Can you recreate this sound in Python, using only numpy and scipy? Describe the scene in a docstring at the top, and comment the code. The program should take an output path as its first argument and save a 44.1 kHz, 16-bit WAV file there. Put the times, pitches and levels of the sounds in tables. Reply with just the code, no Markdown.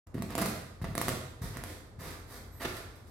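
"""A bare, echoing room with a stone floor. Close to a stereo microphone pair, a little to the right,
a cat paws a foil balloon along. Soft blows thump the gas inside, the foil buckles in sharp snaps,
and it rustles as paw and floor slide on it. A thin squeak comes just before the last swipe.
Behind it all, a low hum and rumble fill the room."""
import sys
import numpy as np
from scipy import signal
from scipy.fft import rfft, irfft
from scipy.io import wavfile
from scipy.ndimage import uniform_filter1d

SR = 44100
rng = np.random.default_rng(int(sys.argv[2]) if len(sys.argv) > 2 else 0)


def put_to_file(sound):
    """Save the sound as 16-bit audio at rate SR, in the file named by the first command-line argument."""
    columns = np.atleast_2d(sound).T  # one column per channel
    safe = np.clip(columns, -1, 1)
    whole_steps = np.round(safe * 32767)
    wavfile.write(sys.argv[1], SR, whole_steps.astype(np.int16))


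N = 136710

# paw blows and bumps on the floor (time [s], level [dB], firmness as cut-off [Hz])
BLOWS = [(0.144, -4.5, 310), (0.152, 1, 321), (0.179, -7.5, 384), (0.202, -0.5, 220), (0.3519, -7, 215),
         (0.38, -2, 308), (0.426, -4.5, 280), (0.8152, 5, 150), (0.835, -4.5, 171), (0.886, -5.5, 232),
         (0.98, -25, 168), (1.012, -1.5, 170), (1.083, -6, 150), (1.4146, 5, 141), (1.434, -7.5, 136),
         (1.562, -2.5, 160), (1.629, -15, 148), (1.984, -7, 162), (2.058, -9, 151), (2.646, -1, 139)]
# the foil buckles (time [s], level [dB], extra crack level [dB])
BUCKLES = [(0.0701, -26.5, -0.5), (0.1447, -22.5, 1), (0.182, -12, -14), (0.2224, -4.5, -1.5),
           (0.305, -12.5, 0), (0.3529, 1, -1.5), (0.3796, -2, 2), (0.3834, -8, -4), (0.3859, 0.5, -6),
           (0.39, -5, 1), (0.3963, -1.5, -6.5), (0.4056, -7.5, -2), (0.4157, -1.5, 0.5), (0.42, -5, 4),
           (0.4249, -0.5, -5), (0.43, -6, -7), (0.436, -9, -5), (0.459, -5, 4), (0.464, -7.5, -6),
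           (0.816, -14.5, -11), (0.8436, -3, -12.5), (0.853, -9, -16), (0.9528, -3, -0.5),
           (0.9792, 1.5, 1.5), (1.0147, 0, 3), (1.083, 3.5, 0), (1.091, -1.5, 0.5), (1.5706, -8, -1),
           (1.6377, -12, 6), (2.6453, -8, -21), (2.769, -24.5, 12)]
# a snap's pressure pulse (frequency [Hz], level [dB])
POP_SPECTRUM = [(60, -17.5), (200, -3.5), (400, -2.5), (650, -3), (850, -10), (1150, -6.5), (1500, -13.5),
                (2000, -11), (3000, -25), (6000, -44), (16000, -49)]
# a snap's bright edge (frequency [Hz], level [dB])
CRACK_SPECTRUM = [(200, -8.5), (600, 0.5), (1150, 1), (2000, -1.5), (3000, -4.5), (4200, -2.5),
                  (6500, -5.5), (9000, -1.5), (12000, -3), (16000, -12.5)]
# paw or floor slides on the foil
# (start [s], rise [s], hold [s], release [s], level [dB], hiss [dB], bass [dB], room send [dB])
SLIDES = [(0.14, 0.0027, 0.036, 0.075, -10, -5, -8, -2.5), (0.288, 0.019, 0.023, 0.012, -2, -6, -12, -2),
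          (0.379, 0.0017, 0.091, 0.056, 1.5, 2, 10, -0.5),
          (0.818, 0.0018, 0.0095, 0.0065, -3.5, -1.5, 3.5, -5),
          (0.84, 0.0028, 0.0089, .008, -0.5, -22, -7, -3), (0.862, .01, 0.056, .02, -11, -4, 10, -6),
          (0.974, 0.026, 0.095, .03, -9, 3, 14, 9), (1.415, 0.0018, 0.027, 0.043, -3.5, 3, -18, 2),
          (1.524, 0.019, 0.034, 0.064, -7, -16, -3, -3), (1.643, .02, 0.037, 0.025, -11, 5, -11, 5),
          (1.985, 0.023, 0.1, 0.04, -4.5, 1.5, -2, 0.5), (2.264, 0.055, 0.052, 0.022, -8, 4, -3, 0.5),
          (2.52, 0.026, 0.077, .02, -18, 2, -34, -5), (2.597, 0.011, 0.011, 0.0035, -0.5, -7, -11, -3.5),
          (2.618, 0.0045, 0.013, 0.012, 4.5, -1, -2.5, 3),
          (2.647, 0.0032, 0.0047, 0.0043, 15, -19, -10, -6.5), (2.663, 0.013, 0.02, 0.017, -3, -0.5, -4, 1),
          (2.72, 0.035, 0.03, 0.014, -5, 2, -3, 0.5), (2.95, .008, 0.006, 0.013, -17, 4.5, 0, 3),
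          (3.06, 0.014, 0.027, .03, -19.5, 4.5, -3, -5)]
# the rubbed skin drums (frequency [Hz], level [dB])
SKIN_SPECTRUM = [(100, -16.5), (250, 2), (450, 4.5), (750, -4), (1200, 0), (1500, -1), (1900, -0.5),
                 (2800, -5.5), (4500, -9), (8000, -20.5), (16000, -29)]
# the creases hiss (frequency [Hz], level [dB])
HISS_SPECTRUM = [(500, -12.5), (2000, -15), (3000, 3), (4300, 3), (6800, -1), (8500, 1.5), (10000, -0.5),
                 (12500, 1), (16000, -10)]
# the low end of a slide (frequency [Hz], level [dB])
BASS_SPECTRUM = [(60, -11), (130, 2), (190, -4), (330, -1.5), (480, -14.5), (1000, -26), (4000, -64)]
# resonances of the gas (frequency [Hz], level [dB], time to fall 60 dB [s])
GAS_MODES = [(158.7, 3, 0.19), (207, -18, 0.22), (255.1, -2.5, 0.2), (307, 0, 0.13), (362.8, -5.5, 0.51),
             (397.1, -15.5, 0.75), (519, -9, 0.75), (674.6, 5, 0.073), (872, -11, 0.32), (1113, -2.5, .4),
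             (1232, -9, 0.35)]
# the squeak's course (time [s], unsounded fundamental [Hz], level [dB])
SQUEAK_PATH = [(2.506, 3850, -82), (2.53, 3910, -64.5), (2.566, 4060, -63), (2.596, 4140, -61),
               (2.618, 4070, -57), (2.63, 4050, -85)]
# its sounding partials (harmonic [number], level [dB])
SQUEAK_HARMONICS = [(2, -12), (3, -3)]
# near reflections off floor and furniture (delay [s], level [dB])
REFLECTIONS = [(.00105, -9), (.0042, -17.5), (.0086, -11)]
# reverberation time (frequency [Hz], time to fall 60 dB [s])
ROOM_DECAY = [(80, 0.69), (260, 0.66), (700, 0.8), (1840, 0.72), (4850, 0.75), (12800, 0.54)]
# tone of the reverberation (frequency [Hz], level [dB])
ROOM_SPECTRUM = [(60, 4.5), (150, 4), (300, 1), (480, -2.5), (660, 1.5), (900, -3), (1200, -0.5), (3000, 0),
                 (8000, -2), (16000, -7)]
# background rumble (frequency [Hz], level [dB])
RUMBLE_SPECTRUM = [(20, -42), (35, -9), (52, 3.5), (70, -6), (110, -3), (160, -13), (400, -17),
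                   (800, -23.5), (1300, -27.5), (3000, -47), (8000, -47), (16000, -70)]
# likeness of the room sound at the two microphones (frequency [Hz], correlation [ratio])
MIC_COHERENCE = [(60, 0.88), (250, 0.9), (500, 0.65), (1000, 0.15), (2000, 0.0078), (16000, 0.013)]
# stereo balance (frequency [Hz], left minus right [dB])
MIC_BALANCE = [(60, 2.5), (250, -1.5), (500, -2.5), (1000, -4), (2000, -2.5), (4000, -1), (8000, -3),
               (13000, -9.5)]

# Table levels are relative: these gains set the mix. WET gains feed the room.
THUMP_DB, THUMP_LOW_CUT_HZ, THUMP_WET_DB = 12, 68, -0.5
POP_DB, CRACK_DB, CRACK_DECAY_S, SNAP_WET_DB = 5, -26.5, 0.001, 1
SHIVER_DB, SHIVER_DECAY_S = -6, 0.0067
SKIN_DB, HISS_DB, BASS_DB, RUB_WET_DB = -37, -50, -41, 3.5
SLIPS_PER_S, SLIP_SPREAD_DB = 7000, 1.65
THUMP_RING_DB, FOIL_RING_DB = -62, -48  # how strongly each rings the gas
SQUEAK_DB, SQUEAK_WET_DB = 5.5, -1
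ROOM_BUILD_S, RUMBLE_DB, HUM_HZ, HUM_DB = 0.0096, -51.5, 86.6, -51.5
MIC_OPEN_S, MIC_FADE_S, MIC_LOW_HZ, MIC_TOP_HZ = 0.065, 0.0083, 34, 15900


def thumps():
    """Soft pushes on the balloon: the firmer the contact, the higher in frequency the pulse reaches."""
    pulses, kick = np.zeros(N), signal.unit_impulse(SR // 10)
    for start, db, cutoff_hz in BLOWS:
        pulse = signal.sosfilt(signal.butter(4, cutoff_hz, fs=SR, output="sos"), kick)
        add(pulses, start, -undb(db + THUMP_DB) * pulse)
    return signal.sosfilt(signal.butter(2, THUMP_LOW_CUT_HZ, "high", fs=SR, output="sos"), pulses)


def snaps(t):
    """A patch of foil flips: one pressure pulse from the skin, a bright crack and a short shiver."""
    age, flips, cracks = t[:SR // 20], np.zeros(N), np.zeros((2, N))
    fade = np.exp(-(age / CRACK_DECAY_S) ** 2) + undb(SHIVER_DB) * np.exp(-age / SHIVER_DECAY_S)
    for start, db, crack_db in BUCKLES:
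        add(flips, start, undb([db]))
        noise = np.sign(rng.standard_normal((2, len(age))))
        add(cracks, start, undb(db + crack_db) * fade * noise)
    pops = undb(POP_DB) * colour(flips, POP_SPECTRUM)
    return pops + undb(CRACK_DB) * colour(near_pair(cracks), CRACK_SPECTRUM)


def rubs(t):
    """Dense tiny slips drum on the skin and hiss in the creases. Gives direct sound and room send."""
    drives = np.zeros((3, 2, N))  # skin, hiss, bass; each direct and to the room
    for start, rise, hold, release, db, hiss_db, bass_db, room_db in SLIDES:
        attack = np.clip((t - start) / rise, 0, 1)
        fade = np.exp(-np.maximum(t - start - rise - hold, 0) / release)
        gains = np.outer(undb([SKIN_DB, HISS_DB + hiss_db, BASS_DB + bass_db]), undb([0, room_db]))
        drives += gains[..., None] * undb(db) * attack * fade
    sizes = undb(SLIP_SPREAD_DB * np.minimum(rng.exponential(size=N), 4))
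    slips = (rng.random(N) < SLIPS_PER_S / SR) * sizes * rng.standard_normal((2, N))
    slips = near_pair(slips / slips.std())
    spectra = SKIN_SPECTRUM, HISS_SPECTRUM, BASS_SPECTRUM
    return sum(colour(drive[:, None] * slips, shape) for drive, shape in zip(drives, spectra))


def gas_ring(strikes, t):
    """The gas inside the balloon rings on with whatever strikes the skin."""
    modes = sum(undb(db) * np.cos(2 * np.pi * hz * t) * decay(t, t60) for hz, db, t60 in GAS_MODES)
    return convolve(strikes, modes)


def squeak(t):
    """A thin, slightly unsteady squeak that rises and sags at the end."""
    times, hz, db = np.array(SQUEAK_PATH).T
    waver = uniform_filter1d(rng.standard_normal(N), size=60)
    pitch = np.interp(t, times, hz) * (1 + .003 * waver / waver.std())
    phase = 2 * np.pi * np.cumsum(pitch) / SR
    level = undb(np.interp(t, times, db)) * (t > times[0]) * (t < times[-1])
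    return level * sum(undb(gain_db) * np.sin(round(k) * phase) for k, gain_db in SQUEAK_HARMONICS)


def near_echoes(x):
    """Floor and furniture return delayed, weaker copies."""
    return weigh(x, sum(undb(db) * np.exp(-2j * np.pi * bins() * lag) for lag, db in REFLECTIONS))


def room_tail(t):
    """The bare room's reverberant response, each octave dying at its own rate."""
    noise, tail = rfft(diffuse()), 0
    centres = np.geomspace(60, 15360, 9)
    hz = np.maximum(np.linspace(0, SR / 2, noise.shape[1]), 1)
    for centre, share in zip(centres, np.eye(len(centres))):
        band = irfft(noise * np.interp(np.log(hz), np.log(centres), share), N)
        tail += band * decay(t, along(ROOM_DECAY, centre))
    tail *= 1 - np.exp(-(t / ROOM_BUILD_S) ** 2)
    return colour(tail / np.sqrt(np.sum(tail ** 2) / 2), ROOM_SPECTRUM)


def room_tone(t):
    """Low rumble all around the microphones, with a wavering hum."""
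    rumble = colour(diffuse(), RUMBLE_SPECTRUM)
    waver = weigh(rng.standard_normal(N), np.exp(-(bins() / 4) ** 2))
    hum = (1 + 0.39 * waver / waver.std()) * np.sin(2 * np.pi * HUM_HZ * t)
    return undb(RUMBLE_DB) * rumble / rumble.std() + undb(HUM_DB) * hum


def diffuse():
    """Noise at the two microphones, alike in the bass and unrelated in the treble."""
    likeness = np.clip(along(MIC_COHERENCE, bins()), -1, 1)
    mid, side = rng.standard_normal((2, N))
    mid = weigh(mid, np.sqrt((1 + likeness) / 2))
    side = weigh(side, np.sqrt((1 - likeness) / 2))
    return np.array([mid + side, mid - side])


def near_pair(x):
    """Two unrelated signals become one in the bass, as at two close microphones."""
    shared = 1 / (1 + (bins() / 1900) ** 4)
    left = weigh(x[0], np.sqrt(shared)) + weigh(x[1], np.sqrt(1 - shared))
    return np.array([left, x[0]])


def undb(db):
    """Decibels to gain."""
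    return 10 ** (np.asarray(db) / 20)


def decay(t, t60):
    """A fall of 60 dB every t60 seconds."""
    return np.exp(-np.log(1000) * t / t60)


def along(points, hz):
    """Read a table on a log-frequency axis."""
    knots_hz, values = np.array(points, float).T
    return np.interp(np.log(np.maximum(hz, 1)), np.log(knots_hz), values)


def bins():
    """Frequencies of the padded spectrum."""
    return np.arange(N + 1) * SR / (2 * N)


def weigh(x, gain):
    """Apply a gain for each frequency."""
    return irfft(rfft(x, 2 * N) * gain)[..., :N]


def colour(x, points):
    """Causal filter through (frequency [Hz], level [dB]) points."""
    cepstrum = irfft(np.log(undb(along(points, bins()))))
    cepstrum[1:N] *= 2  # fold onto positive time for minimum phase
    cepstrum[N + 1:] = 0
    return weigh(x, np.exp(rfft(cepstrum)))


def convolve(x, response):
    """Pass a sound through a response."""
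    return weigh(x, rfft(response, 2 * N))


def add(out, start, x):
    """Mix a sound in at its time."""
    i = max(int(start * SR), 0)
    out[..., i:i + x.shape[-1]] += x[..., :N - i]


def scene():
    """The balloon close by and a little to the right, with its near echoes and the room behind."""
    t = np.arange(N) / SR
    tail, background = room_tail(t), room_tone(t)
    rub, rub_send = rubs(t)
    thump, thin_squeak, snap = thumps(), squeak(t), snaps(t)
    foil = snap + rub
    gas = gas_ring(undb(THUMP_RING_DB) * thump + undb(FOIL_RING_DB) * foil.mean(axis=0), t)
    direct = thump + foil + gas + undb(SQUEAK_DB) * thin_squeak
    send = (undb(THUMP_WET_DB) * thump + undb(SNAP_WET_DB) * snap
            + undb(RUB_WET_DB) * rub_send + undb(SQUEAK_WET_DB) * thin_squeak)
    sound = direct + near_echoes(foil) + convolve(send, tail) + background
    left_db = along(MIC_BALANCE, bins()) / 2
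    return weigh(sound, undb([left_db, -left_db]))


def record(dry):
    """The microphones open after a moment and cut the deepest bass and the top."""
    opening = np.clip((np.arange(N) / SR - MIC_OPEN_S) / MIC_FADE_S, 0, 1)
    low_cut = signal.butter(4, MIC_LOW_HZ, "high", fs=SR, output="sos")
    top_cut = signal.ellip(10, .2, 80, MIC_TOP_HZ, fs=SR, output="sos")
    return signal.sosfilt(top_cut, signal.sosfilt(low_cut, dry * opening))


dry = scene()
out = record(dry)
put_to_file(out)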